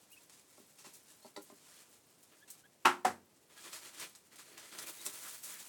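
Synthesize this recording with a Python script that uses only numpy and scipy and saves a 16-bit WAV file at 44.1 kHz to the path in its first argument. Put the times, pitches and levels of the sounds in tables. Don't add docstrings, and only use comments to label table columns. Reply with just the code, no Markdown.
import sys
import numpy as np
from scipy import signal
from scipy.fft import rfft, irfft, next_fast_len
from scipy.io import wavfile

SR = 44100
rng = np.random.default_rng(int(sys.argv[2]) if len(sys.argv) > 2 else 0)


def to_wav(sig):
    pcm = np.clip(np.atleast_2d(sig), -1, 1) * 32767
    pcm = np.round(pcm).astype(np.int16)
    wavfile.write(sys.argv[1], SR, pcm.T)


N = 250488
TIME = np.arange(N) / SR


def from_db(db):
    return 10 ** (np.asarray(db) / 20)


def unit_rms(x):
    return x / np.sqrt(np.mean(x ** 2) + 1e-20)


def at_hz(curve, hz):
    frequencies, values = np.transpose(curve)
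    return np.interp(np.log(hz + 1e-9), np.log(frequencies), values)


def add(out, start_s, sound):
    start = max(round(start_s * SR), 0)
    out[start:start + len(sound)] += sound[:N - start]


def colour(x, spectrum, tilt_db=0):
    size = next_fast_len(len(x) + 4096)
    hz = np.fft.rfftfreq(size, 1 / SR)
    octaves = np.log2(np.maximum(hz / 1000, 1))
    gain = unit_rms(from_db(at_hz(spectrum, hz) + tilt_db * octaves))
    cepstrum = irfft(np.log(gain), size)
    cepstrum[1:size // 2] *= 2
    cepstrum[size // 2 + 1:] = 0
    return irfft(rfft(x, size) * np.exp(rfft(cepstrum)), size)[:len(x)]


def decay(t, t60):
    return from_db(-60 * t / max(t60, 1e-3))


def mode(hz, t60, rise_s, size=22050):
    t = TIME[:size]
    onset = np.sin(np.pi / 2 * np.minimum(t / rise_s, 1)) ** 2
    return np.sin(2 * np.pi * hz * t) * decay(t, t60) * onset


def fractures(per_s, spread_db, size):
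    heights = from_db(spread_db * np.minimum(rng.exponential(1, size), 4))
    signs = rng.choice([-1, 1], size)
    return unit_rms(heights * signs * (rng.random(size) < per_s / SR))


def flutter(per_s, depth_db):
    knots = rng.standard_normal(4096)
    return from_db(depth_db * np.interp(TIME * per_s, np.arange(len(knots)), knots))


def hutch_echo(x, wet_db, t60, size=13230):
    t = TIME[:size]
    wash = rng.standard_normal(size) * decay(t, t60) * (t > .002)
    return x + from_db(wet_db) * signal.fftconvolve(x, wash / np.linalg.norm(wash))[:N]


# start in seconds, clatter level in dB, rise in seconds,
# factor on the clatter's decay time, rebound delay in seconds.
BLOWS = [(2.8476, -21.5, .008, 0.93, .023), (3.045, -30.5, 0.006, 0.9, 0.0208)]
# frequency in Hz, t60 in seconds, relative level in dB
BOARD_MODES = [(92, 0.45, -65, -51), (196, 0.45, -47, -50), (238, 0.3, -40, -39), (271, 0.3, -35, -45),
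               (357, 0.4, -34, -45), (380, 0.2, -33, -45), (737, 0.16, -32, -22), (775, 0.15, -33, -27),
               (812, 0.15, -29, -27), (868, 0.19, -33, -45), (908, 0.26, -31, -38), (1000, 0.16, -26, -38),
               (1102, 0.23, -26, -44), (1225, 0.16, -29, -39), (1280, 0.18, -26, -36),
               (1320, 0.22, -28, -49), (1348, 0.18, -26, -49), (1386, 0.22, -29, -49),
               (1421, 0.18, -25, -46), (1536, 0.2, -36, -43), (1658, 0.2, -35, -43), (1852, 0.19, -33, -45),
               (1979, 0.17, -32, -48), (2540, 0.17, -36, -48), (2720, 0.14, -35, -58)]
# frequency in Hz, relative density in dB.
CLATTER_SPECTRA = [
    [(60, -39.5), (290, -6), (520, -17), (1000, 8.5), (2100, -6), (2700, -3), (3800, -14.5), (8500, -17.5),
     (16000, -38.5)],
    [(60, -23), (250, -3.5), (500, 0.5), (780, 0.5), (1700, 0), (3000, -14), (8000, -12), (16000, -32)],
]
# frequency in Hz, t60 in seconds before the blow's factor.
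CLATTER_DECAY = [(200, 0.4), (900, 0.27), (3000, 0.23), (16000, 0.28)]
def knocks(size=26460, bands=16, contact_t60=0.024):
    out, t = np.zeros(N), TIME[:size]
    edges = np.geomspace(60, 18000, bands + 1)
    mode_levels = np.transpose(BOARD_MODES)[2:]
    for blow, spectrum, levels in zip(BLOWS, CLATTER_SPECTRA, mode_levels):
        start, level_db, rise, stretch, rebound = blow
        for (hz, t60, *_), mode_db in zip(BOARD_MODES, levels):
            travel = rise * rng.uniform(0.398, 1.1)
            add(out, start + travel, from_db(mode_db - 1.5) * mode(hz, t60, rise_s=1.2 / hz))
        undamped, clatter = 0, 0
        for low, high in zip(edges, edges[1:]):
            hz = np.sqrt(low * high)
            bandpass = signal.butter(2, [low, high], "band", fs=SR, output="sos")
            band = signal.sosfilt(bandpass, rng.standard_normal(size)) * from_db(at_hz(spectrum, hz))
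            undamped += band
            clatter += band * decay(t, stretch * at_hz(CLATTER_DECAY, hz))
        slam = sum(force * (t > at) * decay(np.abs(t - at), contact_t60)
                   for at, force in ((rise, 1.1), (rebound, .6)))
        contact = np.minimum(t / rise, 1) ** 2 * (1 + slam)
        add(out, start, from_db(level_db) * contact * clatter / np.std(undamped))
    return out


# start in seconds, length in seconds,
# relative level in dB, weight on the deep bedding in dB against that level.
PUSHES = [(1.413, 0.3, -67.5, -13), (1.623, 0.21, -61.5, -11.5), (2.311, 0.02, -76.5, 13.5),
          (2.48, 0.1, -63.5, -36), (3.483, 0.091, -67, 2.5), (3.563, 0.061, -55, -8),
          (3.627, 0.058, -53.5, -0.5), (3.709, 0.057, -48.5, -13), (3.809, 0.079, -55, -4.5),
          (3.923, 0.11, -53.5, -5), (4.008, 0.017, -47.5, -2.5), (4.309, 0.032, -67, 5),
          (4.379, 0.023, -52.5, -8), (4.434, 0.22, -68, 8.5), (4.566, 0.12, -58, -22),
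          (4.695, 0.14, -55, 1.5), (4.855, 0.044, -52, -4.5), (4.903, 0.22, -57.5, -3),
          (5.115, 0.066, -53, -12), (5.187, 0.17, -52.5, -11.5), (5.414, 0.13, -54, -11),
          (5.572, 0.081, -57, -6.5)]
def push_forces(build_share=0.31, settle_t60=0.25):
    on_stalks, on_bedding = 0, 0
    for start, length, level_db, weight_db in PUSHES:
        build = np.clip((TIME - start) / (build_share * length), 0, 1)
        settle = decay(np.maximum(TIME - start - length, 0), settle_t60)
        force = from_db(level_db) * build * settle
        on_stalks = np.hypot(on_stalks, force)
        on_bedding = np.hypot(on_bedding, force * from_db(weight_db))
    return on_stalks, on_bedding


def hollow_straws(low_hz=1150, high_hz=4600, count=14):
    out = 0
    for hz in np.geomspace(low_hz, high_hz, count):
        slips = fractures(1500, 5.4, N) * flutter(22, 3.6)
        note_hz = hz * from_db(rng.normal(0, 1.0))
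        out += signal.lfilter(*signal.iirpeak(note_hz, Q=9.0, fs=SR), slips + 1e-18)
    return unit_rms(out)


# time in seconds, relative level in dB.
FIDGETING = [(0, -68.5), (1.0, -66.5), (2.6, -71), (2.72, -76), (3.45, -76), (3.7, -60.5), (4.25, -71),
             (5.4, -57.5)]
# time in seconds, splinters against stalks in dB.
BRITTLENESS = [(4.71, -14), (4.8, 4), (5.4, 4)]
# frequency in Hz, relative density in dB.
STALK_SPECTRUM = [(300, -16), (1000, -5), (3600, -5), (5500, -3.5), (8300, -1), (11000, -7), (13000, -11),
                  (17000, -15)]
BEDDING_SPECTRUM = [(90, -16), (350, 8.5), (520, 3.5), (850, -1), (1900, 1), (3200, -2.5), (5000, -15)]
SPLINTER_SPECTRUM = [(5000, -12.5), (7000, -2.5), (10000, -3.5), (13000, -7), (15500, -5.5)]
def rustle(ticks_per_s=41, tick_db=-9.5):
    fidget_db = np.interp(TIME, *np.transpose(FIDGETING))
    brittle_db = np.interp(TIME, *np.transpose(BRITTLENESS))
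    push, weight = from_db(-1.64) * flutter(70, 1.65) * push_forces()
    stirring = fractures(3400, 1.0, N) * from_db(fidget_db) * flutter(30, 3.0)
    stir = colour(stirring, STALK_SPECTRUM, tilt_db=0.4)
    recoils = fractures(ticks_per_s, 1.7, N) * from_db(fidget_db + tick_db)
    ticks = colour(recoils, STALK_SPECTRUM, tilt_db=16)
    stalks = colour(fractures(2600, 2.0, N) * push, STALK_SPECTRUM)
    straws = from_db(-2.5) * np.sqrt(push * weight) * hollow_straws()
    bedding = from_db(-2.5) * colour(fractures(4000, 5.2, N) * weight, BEDDING_SPECTRUM)
    splinters = colour(fractures(2600, 3.3, N) * push * from_db(brittle_db), SPLINTER_SPECTRUM)
    crackle = stir + stalks + straws + bedding + splinters
    return hutch_echo(crackle, wet_db=-10.0, t60=0.14) + hutch_echo(ticks, wet_db=5.0, t60=.05)


# time of greatest load in seconds, level in dB, t60 in seconds,
# treble tilt in dB per octave.
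CRUSHED_STALKS = [(0.12, -56, 0.12, 10), (0.297, -55.5, 0.047, -0.5), (0.789, -58.5, 0.18, -0.5),
                  (0.853, -54.5, 0.22, -2), (0.94, -54.5, 0.18, 4), (1.366, -46, 0.027, -2.5),
                  (1.422, -56.5, 0.14, 7.5), (2.231, -55, 0.038, 5.5), (2.481, -58.5, 0.13, -0.5),
                  (2.504, -44.5, 0.063, 7.5), (3.731, -44, 0.044, -1), (4.0, -41, 0.062, 1),
                  (4.028, -51.5, 0.11, 2), (4.154, -56.5, 0.097, 0.5), (4.359, -52, 0.062, 1),
                  (4.579, -48, 0.049, -1.5), (4.786, -42, 0.059, 0.5), (5.055, -41, 0.089, 7),
                  (5.064, -33.5, 0.019, 1), (5.437, -44, 0.12, 6)]
def crunches(size=11025):
    out, t = np.zeros(N), TIME[:size]
    for peak_s, level_db, t60, tilt_db in CRUSHED_STALKS:
        rise = 0.1 * t60
        load = np.minimum(t / rise, 1) ** 2 * decay(np.maximum(t - rise, 0), t60)
        crunch = colour(fractures(9000, 3.8, size) * load, STALK_SPECTRUM, tilt_db)
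        add(out, peak_s - rise, from_db(level_db) * crunch)
    return hutch_echo(out, wet_db=-1.5, t60=0.15)


# start in seconds, level in dB, frequency in Hz.
CLEAN_BREAKS = [(4.026, -30, 3530), (4.096, -37, 12000), (4.151, -38, 4940), (4.574, -40, 2480),
                (4.788, -24.5, 5140), (5.0664, -18, 10000), (5.54, -26, 15000)]
def snaps(decay_cycles=11.3):
    out = np.zeros(N)
    for start, level_db, hz in CLEAN_BREAKS:
        add(out, start, from_db(level_db) * mode(hz, decay_cycles / hz, rise_s=1 / hz))
    return hutch_echo(out, wet_db=-7.0, t60=0.055)


# start in seconds, peak level in dB, low-pass cutoff of the claw's tap
# in Hz, delay until the weight follows in seconds.
STEPS = [(0.577, -51.5, 910, 0.018), (0.845, -48, 1900, 0.018), (1.245, -44.5, 760, 0.0084),
         (1.363, -35.5, 5500, 0.0079), (1.499, -48.5, 1400, 0.019), (4.025, -49.5, 556, 0.0081),
         (5.064, -47.5, 900, 0.0062)]
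# nominal frequency in Hz, relative level in dB, t60 in seconds.
FLOOR_MODES = [(205, -18, 0.1), (269, -10, 0.1), (386, -4.5, 0.065), (592, -2, 0.041), (799, -0.5, 0.035),
               (1010, -2, 0.061), (1317, -7.5, 0.096), (2040, 2, 0.034), (3770, 7.5, 0.018),
               (4450, 10, .013)]
def taps(size=8820, thud_db=-2.5, thud_cycles=5.1):
    out = np.zeros(N)
    for start, step_db, claw_hz, delay in STEPS:
        claw = (start, step_db, claw_hz)
        thud = (start + delay, step_db + thud_db, thud_cycles / delay)
        for contact_s, level_db, cutoff_hz in claw, thud:
            board = 0
            for hz, mode_db, t60 in FLOOR_MODES:
                strength = from_db(mode_db) * rng.choice([-1, 1])
                spot_hz = hz * from_db(rng.normal(0, 0.46))
                board += strength * mode(spot_hz, t60, max(1 / hz, 3 / cutoff_hz), size)
            tap = signal.sosfilt(signal.butter(2, cutoff_hz, fs=SR, output="sos"), board)
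            add(out, contact_s, from_db(level_db) * tap / np.abs(tap).max())
    return hutch_echo(out, wet_db=-5.0, t60=0.15)


# midpoint in seconds, level in dB, resonance in Hz.
DRAGS = [(0.81, -62, 6200), (3.664, -62, 1120), (4.035, -51, 2250), (5.03, -59, 4500), (5.26, -57.5, 1360),
         (5.56, -57.5, 1880)]
def scrapes(length_s=.1):
    out, size = np.zeros(N), round(length_s * SR)
    for middle_s, level_db, hz in DRAGS:
        slips = fractures(2500, 2.1, size)
        ringing = signal.lfilter(*signal.iirpeak(hz, Q=3.7, fs=SR), slips + 1e-18)
        add(out, middle_s - length_s / 2, from_db(level_db) * np.hanning(size) * unit_rms(ringing))
    return out


# start in seconds, length in seconds, starting pitch in Hz,
# top pitch in Hz, level in dB.
CALLS = [(0.102, 0.053, 2390, 2870, -59.5), (0.157, 0.029, 2160, 2620, -59.5),
         (1.2, 0.088, 4000, 4500, -63.5), (2.4, 0.05, 1554, 1730, -61.5), (2.630, 0.04, 1430, 1666, -60.5),
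         (3.557, 0.045, 1640, 1650, -57), (4.977, 0.04, 3550, 3840, -55)]
def peeps(jitter=.15, flutter_db=2.5, pure_above_hz=1000):
    out = np.zeros(N)
    for start, length, start_hz, top_hz, level_db in CALLS:
        progress = np.linspace(0, 1, round(length * SR))
        size = len(progress)
        glide_hz = start_hz + (top_hz - start_hz) * np.sin(2.3 * progress) ** 2
        rough_hz = glide_hz * (1 + jitter * rng.standard_normal(size))
        phase = 2 * np.pi * np.cumsum(rough_hz) / SR
        swell = np.abs(np.sin(np.pi * progress ** 1.5)) * flutter(420, flutter_db)[:size]
        overtone = (pure_above_hz / top_hz) ** 2 * np.sin(2 * phase)
        add(out, start, from_db(level_db) * swell * (np.sin(phase) + overtone))
    return hutch_echo(out, wet_db=-7.0, t60=0.033)


# frequency in Hz, relative density in dB.
AIR_SPECTRUM = [(30, -48.5), (54, -9), (160, -1.5), (300, -1), (600, -4.5), (1200, -12), (4000, -17.5),
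                (17000, -21.5)]
def shed_air(level_db=-70):
    return from_db(level_db) * colour(rng.standard_normal(N), AIR_SPECTRUM)


def scene():
    return (knocks() + taps() + crunches() + snaps() + scrapes() + rustle() + peeps() + shed_air())[None]


def record(dry, bass_hz=66, top_hz=17400):
    thin = signal.sosfilt(signal.butter(3, bass_hz, "high", fs=SR, output="sos"), dry)
    return signal.sosfilt(signal.ellip(12, .1, 70, top_hz, fs=SR, output="sos"), thin)


dry = scene()
out = record(dry)
to_wav(out)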